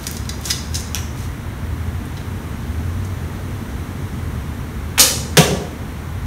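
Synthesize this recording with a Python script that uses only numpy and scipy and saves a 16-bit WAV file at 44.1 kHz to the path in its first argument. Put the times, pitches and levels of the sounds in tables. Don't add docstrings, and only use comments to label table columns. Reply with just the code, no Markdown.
import sys
import numpy as np
from scipy import signal
from scipy.fft import rfft, irfft
from scipy.io import wavfile
from scipy.ndimage import uniform_filter1d

SR = 44100
rng = np.random.default_rng(int(sys.argv[2]) if len(sys.argv) > 2 else 0)


def wav_out(sig):
    wavfile.write(sys.argv[1], SR, np.round(np.clip(np.atleast_2d(sig).T, -1, 1) * 32767).astype(np.int16))


N = 276066


def gain_of(db):
    return 10 ** (np.asarray(db) / 20)


def evened(x):
    return x / np.sqrt(np.mean(x ** 2) + 1e-20)


def read(points, hz):
    f, value = np.transpose(points)
    return np.interp(np.log(hz + 1), np.log(f + 1), value)


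def colour(x, points):
    response = gain_of(read(points, np.fft.rfftfreq(len(x), 1 / SR)))
    return irfft(rfft(x) * response, len(x))


def coloured_noise(count, points):
    return evened(colour(rng.standard_normal(count), points))


def add(mix, s, sound):
    part = mix[round(s * SR):][:len(sound)]
    part += sound[:len(part)]


# time in seconds, deep hum level in dB, duct roar level in dB.
AIR_LEVELS = [(0, -35, -32), (1.4, -29.5, -33), (2.8, -28.5, -30.5), (4.2, -29, -30.5), (4.8, -30, -32.5),
              (5.5, -32, -30.5), (6.26, -30.5, -33.5)]
# frequency in Hz, relative density in dB per Hz.
HUM_SPECTRUM = [(12, -53), (20, -17), (43, -11), (57, -0.5), (75, -9), (91, -0.5), (113, -5.5), (130, -9.5),
                (170, -62), (290, -120)]
ROAR_SPECTRUM = [(90, -37), (130, 2), (165, -2), (195, -3.5), (232, -1), (270, -6), (390, -12.5),
                 (450, -13), (520, -21.5), (900, -37)]
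HISS_SPECTRUM = [(200, -16), (500, 0.5), (1000, 3), (2150, -2.5), (2500, -8), (3500, -10.5), (6000, -19.5),
                 (15000, -12)]
HISS_DB = -38


def air_handling():
    t = np.arange(N) / SR
    s, hum_db, roar_db = np.transpose(AIR_LEVELS)
    hum = coloured_noise(N, HUM_SPECTRUM) * gain_of(np.interp(t, s, hum_db))
    roar = coloured_noise(N, ROAR_SPECTRUM) * gain_of(np.interp(t, s, roar_db))
    hiss = coloured_noise(N, HISS_SPECTRUM) * gain_of(HISS_DB)
    return hum + roar + hiss


# time in seconds, mean pitch in Hz, mean level in dB.
DRONE_PATH = [(0, 83.7, -32), (.3, 72.9, -31), (.9, 74, -30), (1.55, 87.1, -33), (1.7, 79.1, -27),
              (2.1, 82.36, -29.5), (2.501, 82, -33.5), (2.68, 80.5, -26), (3.301, 91.9, -30),
              (3.649, 88.96, -31.5), (3.75, 75, -30.5), (3.95, 92.24, -33), (4.27, 83.7, -25.5),
              (4.4, 71.6, -28.5), (4.85, 77, -32.5), (5.3, 79, -28), (5.55, 67.35, -30),
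              (6.26, 88.6, -32.5)]
WAVER_HZ, THROB_DB = 4.96, 3
FIFTH_DB = -9


def slow_noise():
    return evened(uniform_filter1d(uniform_filter1d(rng.standard_normal(N), 1500), 1500))


def drone():
    t = np.arange(N) / SR
    s, hz, db = np.transpose(DRONE_PATH)
    pitch = np.interp(t, s, hz) + WAVER_HZ * slow_noise()
    level_db = np.interp(t, s, db) + THROB_DB * slow_noise()
    phase = 2 * np.pi * np.cumsum(pitch) / SR
    core = np.sin(phase) + gain_of(FIFTH_DB) * np.sin(3 * phase / 2)
    return np.sqrt(2) * core * gain_of(level_db)


def burst(t, start, rise_s, hold_s, fade_db_per_s):
    fading_s = np.maximum(t - start - rise_s - hold_s, 0)
    return np.clip((t - start) / rise_s, 0, 1) * gain_of(-fade_db_per_s * fading_s)


# start in seconds, rise in seconds, hold in seconds, level in dB.
RUSTLE_EVENTS = [(-.02, .02, 0.19, -40.5), (0.388, 0.1, 0.011, -25.5), (0.696, 0.054, .01, -34),
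                 (1.132, 0.045, 0.072, -39.5)]
# frequency in Hz, relative level in dB.
RUSTLE_SPECTRUM = [(800, -13), (2500, -7), (6000, -4.5), (10000, -5), (16000, -8)]
RUSTLE_FADE_DB_PER_S = 380


def rustle():
    t, level = np.arange(N) / SR, np.zeros(N)
    for s, rise, hold, db in RUSTLE_EVENTS:
        level += gain_of(db) * burst(t, s, rise, hold, RUSTLE_FADE_DB_PER_S / 2) ** 2
    unevenness_db = 1.8 * evened(uniform_filter1d(rng.standard_normal(N), 150))
    grains = rng.standard_normal(N) * gain_of(unevenness_db)
    return evened(colour(grains, RUSTLE_SPECTRUM)) * level


def ring(modes, rise_s):
    t, out = np.arange(SR // 2) / SR, np.zeros(SR // 2)
    for hz, db, t60 in modes:
        out += gain_of(db - 60 * t / t60) * np.sin(2 * np.pi * hz * t)
    return out * (1 - np.exp(-t / rise_s))


# frequency in Hz, relative level in dB, 60 dB decay time in seconds.
SHAFT_MODES = [(1637, 2, 0.13), (2000, -1, 0.16), (2700, -12, 0.079), (3190, -10, 0.11), (3530, -5, 0.13),
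               (3930, -1, 0.064), (4540, -1, 0.074), (5070, 7.5, 0.034), (5200, -10, 0.085),
               (6700, -3, 0.068), (7140, -21, 0.054), (7300, -12, .05), (8250, -9, 0.069), (9800, 3, 0.062)]
RING_FULL_S = 0.0051


def knocks(rows, spread_hz, ring_db):
    out, t = np.zeros(N), np.arange(2048) / SR
    for s, db, hz, length in rows:
        ratio = 1 + spread_hz / hz
        shape = [(hz * ratio ** k, -7 * abs(k) ** 0.84) for k in range(-3, 4)]
        envelope = np.exp(-t / length) * (1 - np.exp(-5 * t / length))
        add(out, s, gain_of(db) * coloured_noise(len(t), shape) * envelope)
        modes = []
        for mode_hz, mode_db, t60 in SHAFT_MODES:
            detune, uneven = rng.standard_normal(2)
            favour_db = 1.47 * read(shape, mode_hz)
            modes.append((mode_hz * (1 + detune / 130), mode_db + 3 * uneven + favour_db, t60))
        strength = gain_of(db + ring_db) * min(length / RING_FULL_S, 1)
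        add(out, s, strength * ring(modes, 0.00059))
    return out


# time in seconds, level in dB, centre of the crack in Hz,
# decay constant of the rattle in seconds.
CLACK_EVENTS = [(.032, -20, 14000, 0.0011), (0.037, -26, 4000, 0.0023), (0.0675, -10, 6300, 0.0025),
                (0.076, -17, 9000, 0.0023), (0.113, -10, 13000, 0.00066), (0.167, -23, 6500, 0.0041),
                (0.253, -32, 4000, .004), (0.291, -21, 5900, 0.0013), (0.292, -18.5, 4680, 0.0048),
                (.411, -28, 13000, .004), (0.453, -18, 5940, .008), (0.5023, -11, 4300, 0.002),
                (0.506, -9.5, 4770, 0.0074), (0.7435, -16.5, 6200, 0.0037), (0.7522, -17, 6030, 0.0065),
                (0.756, -22, 6300, 0.006), (.766, -23, 7000, 0.012), (0.798, -21.5, 6350, 0.0025),
                (0.806, -23, 7600, .003), (0.872, -36, 5650, 0.0045), (2.053, -35, 10970, 0.006),
                (2.169, -34, 3400, 0.0043), (2.176, -33, 3780, .004), (3.047, -33.5, 7100, .008)]


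def clacks():
    return knocks(CLACK_EVENTS, spread_hz=4300, ring_db=-7)


# frequency in Hz, 60 dB decay time in seconds.
HALL_DECAY = [(150, 0.67), (500, 1), (1200, 0.58), (3000, 0.54), (7000, 0.6), (14000, 0.38)]


def hall(x, count=6):
    taps = np.zeros((count, SR))
    at = np.arange(200, SR - 20, 10) + rng.integers(0, 10, (count, (SR - 211) // 10))
    np.put_along_axis(taps, at, rng.choice([-1., 1.], at.shape), 1)
    hz, t, bands = signal.stft(taps, SR, nperseg=256)
    decay = gain_of(-60 * t / read(HALL_DECAY, hz)[:, None])
    tails = signal.istft(bands * decay, SR, nperseg=256)[1]
    place = (np.arange(N) / 300 - np.arange(count)[:, None] + 1) % count
    shares = np.sin(np.pi / 2 * np.minimum(place, 2))
    wet = signal.fftconvolve(x * shares, tails / np.linalg.norm(tails[0]), axes=1)
    return wet[:, :N].sum(0)


# time in seconds, level in dB, centre of the
# crack in Hz, decay constant of the rattle in seconds.
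TAP_EVENTS = [(.9468, -4.5, 4500, .0008), (.9535, -16, 3300, .0035), (.958, -24, 2500, .018)]


def taps_on_bow():
    return knocks(TAP_EVENTS, spread_hz=5000, ring_db=-24)


# frequency in Hz, relative level in dB.
DULL_SPECTRUM = [(150, -14), (600, -6), (1300, -2), (2100, 0), (3200, -2), (5000, -16), (16000, -45)]
BRIGHT_SPECTRUM = [(150, -27), (600, -27), (1100, -24), (2000, -21), (3000, -5.5), (4000, 0), (5000, 5),
                   (6000, -1), (7000, 2.5), (8200, 0), (9700, 1.5), (12000, -1), (16000, -3)]
SLIP_S, FLICK_S, SLAP_S = 4.9775, 4.9835, 4.9942
SNAP_S = .0007
SCRAPE_DB, BUZZ_DB, FLICK_DB = -15.5, -2.5, -13
SCRAPE_BRIGHT, SLAP_BRIGHT, BUZZ_BRIGHT = 0.38, .8, 0.98
BRIGHTEN_S, FLICK_LENGTH_S = 0.0039, .0013


def string_and_arrow():
    t, out = np.arange(SLIP_S, SLAP_S + 0.14, 1 / SR), np.zeros(N)
    scrape_share = SCRAPE_BRIGHT * np.minimum((t - SLIP_S) / BRIGHTEN_S, 1) ** 2
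    buzz_share = np.interp(t, [SLAP_S, SLAP_S + BRIGHTEN_S], [SLAP_BRIGHT, BUZZ_BRIGHT])
    share = np.clip(np.where(t < SLAP_S, scrape_share, buzz_share), 0, 1)
    dull = coloured_noise(len(t), DULL_SPECTRUM)
    bright = coloured_noise(len(t), BRIGHT_SPECTRUM)
    noise = np.sqrt(1 - share) * dull + np.sqrt(share) * bright
    scrape = gain_of(SCRAPE_DB) * np.minimum((t - SLIP_S) / SNAP_S, 1) * (t < SLAP_S + SNAP_S)
    buzz = gain_of(BUZZ_DB) * burst(t, SLAP_S, SNAP_S, hold_s=0.015, fade_db_per_s=620)
    flick_shape = np.exp(-((t - FLICK_S) / FLICK_LENGTH_S) ** 2)
    flick = gain_of(FLICK_DB) * flick_shape * evened(np.gradient(bright))
    add(out, SLIP_S, (scrape + buzz) * noise + flick)
    return out


# frequency in Hz, level in dB, 60 dB decay time in seconds.
LIMB_MODES = [(256, -15.5, 0.098), (502, -19.5, 0.21), (554, -19.5, 0.2), (587, -26, 0.12),
              (798, -20, 0.082), (1238, -18, 0.1), (2090, -24, 0.061)]


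def limbs():
    out = np.zeros(N)
    add(out, SLAP_S, ring(LIMB_MODES, 0.0043))
    return out


# frequency in Hz, relative level in dB.
TEAR_SPECTRUM = [(100, -25), (400, 4), (1000, -6), (3000, -4.5), (6000, -7.5), (10000, -11), (16000, -12.5)]
HIT_S, TEAR_DB = 5.3698, -5


def paper_tear():
    t, out = np.arange(0, .08, 1 / SR), np.zeros(N)
    envelope = burst(t, 0, SNAP_S, hold_s=0.0071, fade_db_per_s=440)
    add(out, HIT_S, gain_of(TEAR_DB) * envelope * coloured_noise(len(t), TEAR_SPECTRUM))
    return out


# frequency in Hz, level in dB, length in seconds.
BUTT_BOOMS = [(156.4, -1, 0.036), (400.8, -11.5, 0.025), (534, -11.5, 0.027), (713, -15, 0.053),
              (954, -24.5, 0.044), (1146, -20.5, 0.076)]
BOOM_S = 5.372


def butt_boom():
    out = np.zeros(N)
    for hz, db, length in BUTT_BOOMS:
        t = np.arange(0, length, 1 / SR)
        swell = np.sin(np.pi * (t / length) ** 1.7)
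        add(out, BOOM_S, gain_of(db) * np.sin(2 * np.pi * hz * t) * swell)
    return out


# delay in seconds, relative level in dB.
END_WALL_ECHOES = [(.07, -20), (.105, -8), (.133, -6), (.16, -16), (.225, -15)]
# frequency in Hz, gain in dB.
END_WALL_COLOUR = [(100, -22), (180, 4), (400, 0.5), (700, 0), (1100, 3.5), (1600, -16), (3000, -20),
                   (8000, -28)]
CLEAN_SHARE, CLEAN_WIDTH_S = .7, .0005


def end_walls(x):
    taps, t = np.zeros(SR // 2), np.arange(2000) / SR
    pulse = np.exp(-(t / CLEAN_WIDTH_S - 3) ** 2)
    clean = CLEAN_SHARE * pulse / pulse.sum()
    for delay, db in END_WALL_ECHOES:
        smear = rng.standard_normal(len(t)) * np.exp(-t / 0.013)
        smeared = (1 - CLEAN_SHARE) * smear / np.linalg.norm(smear)
        add(taps, delay, gain_of(db) * (clean + smeared))
    return signal.fftconvolve(x, colour(taps, END_WALL_COLOUR))[:N]


def scene():
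    air = air_handling() + drone()
    handling = rustle() + clacks() + taps_on_bow()
    shot = string_and_arrow() + limbs()
    tear, boom = paper_tear(), butt_boom()
    to_hall = gain_of(-6.0) * handling + gain_of(-2.0) * shot + gain_of(-3.5) * tear + gain_of(-10.5) * boom
    echoes = end_walls(tear + boom + gain_of(-17) * shot)
    return (air + handling + shot + tear + boom + hall(to_hall) + echoes)[None]


# frequency in Hz, gain in dB.
MIC_RESPONSE = [(20, -0.48), (4000, 1.06), (4900, -3), (5900, 3.5), (7700, -3), (9000, 0), (10500, -5.5),
                (12000, -3), (16000, -9)]
EDGE_HZ = 15750


def record(dry):
    x = colour(dry[0], MIC_RESPONSE)
    power_db = 10 * np.log10(abs(uniform_filter1d(x ** 2, 800)) + 1e-12)
    fall = np.arange(N) * 6.3 / SR
    held_db = np.maximum.accumulate(power_db + fall) - fall
    over_db = np.maximum(held_db + 9.0, 0)
    slow_db = signal.lfilter([.0005], [1, -.9995], over_db)
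    x = np.clip(x / gain_of(0.083 * slow_db), -.97, .97)
    low_pass = signal.firwin(2047, EDGE_HZ, window=("kaiser", 9), fs=SR)
    return signal.oaconvolve(x, low_pass, "same")[None]


dry = scene()
out = record(dry)
wav_out(out)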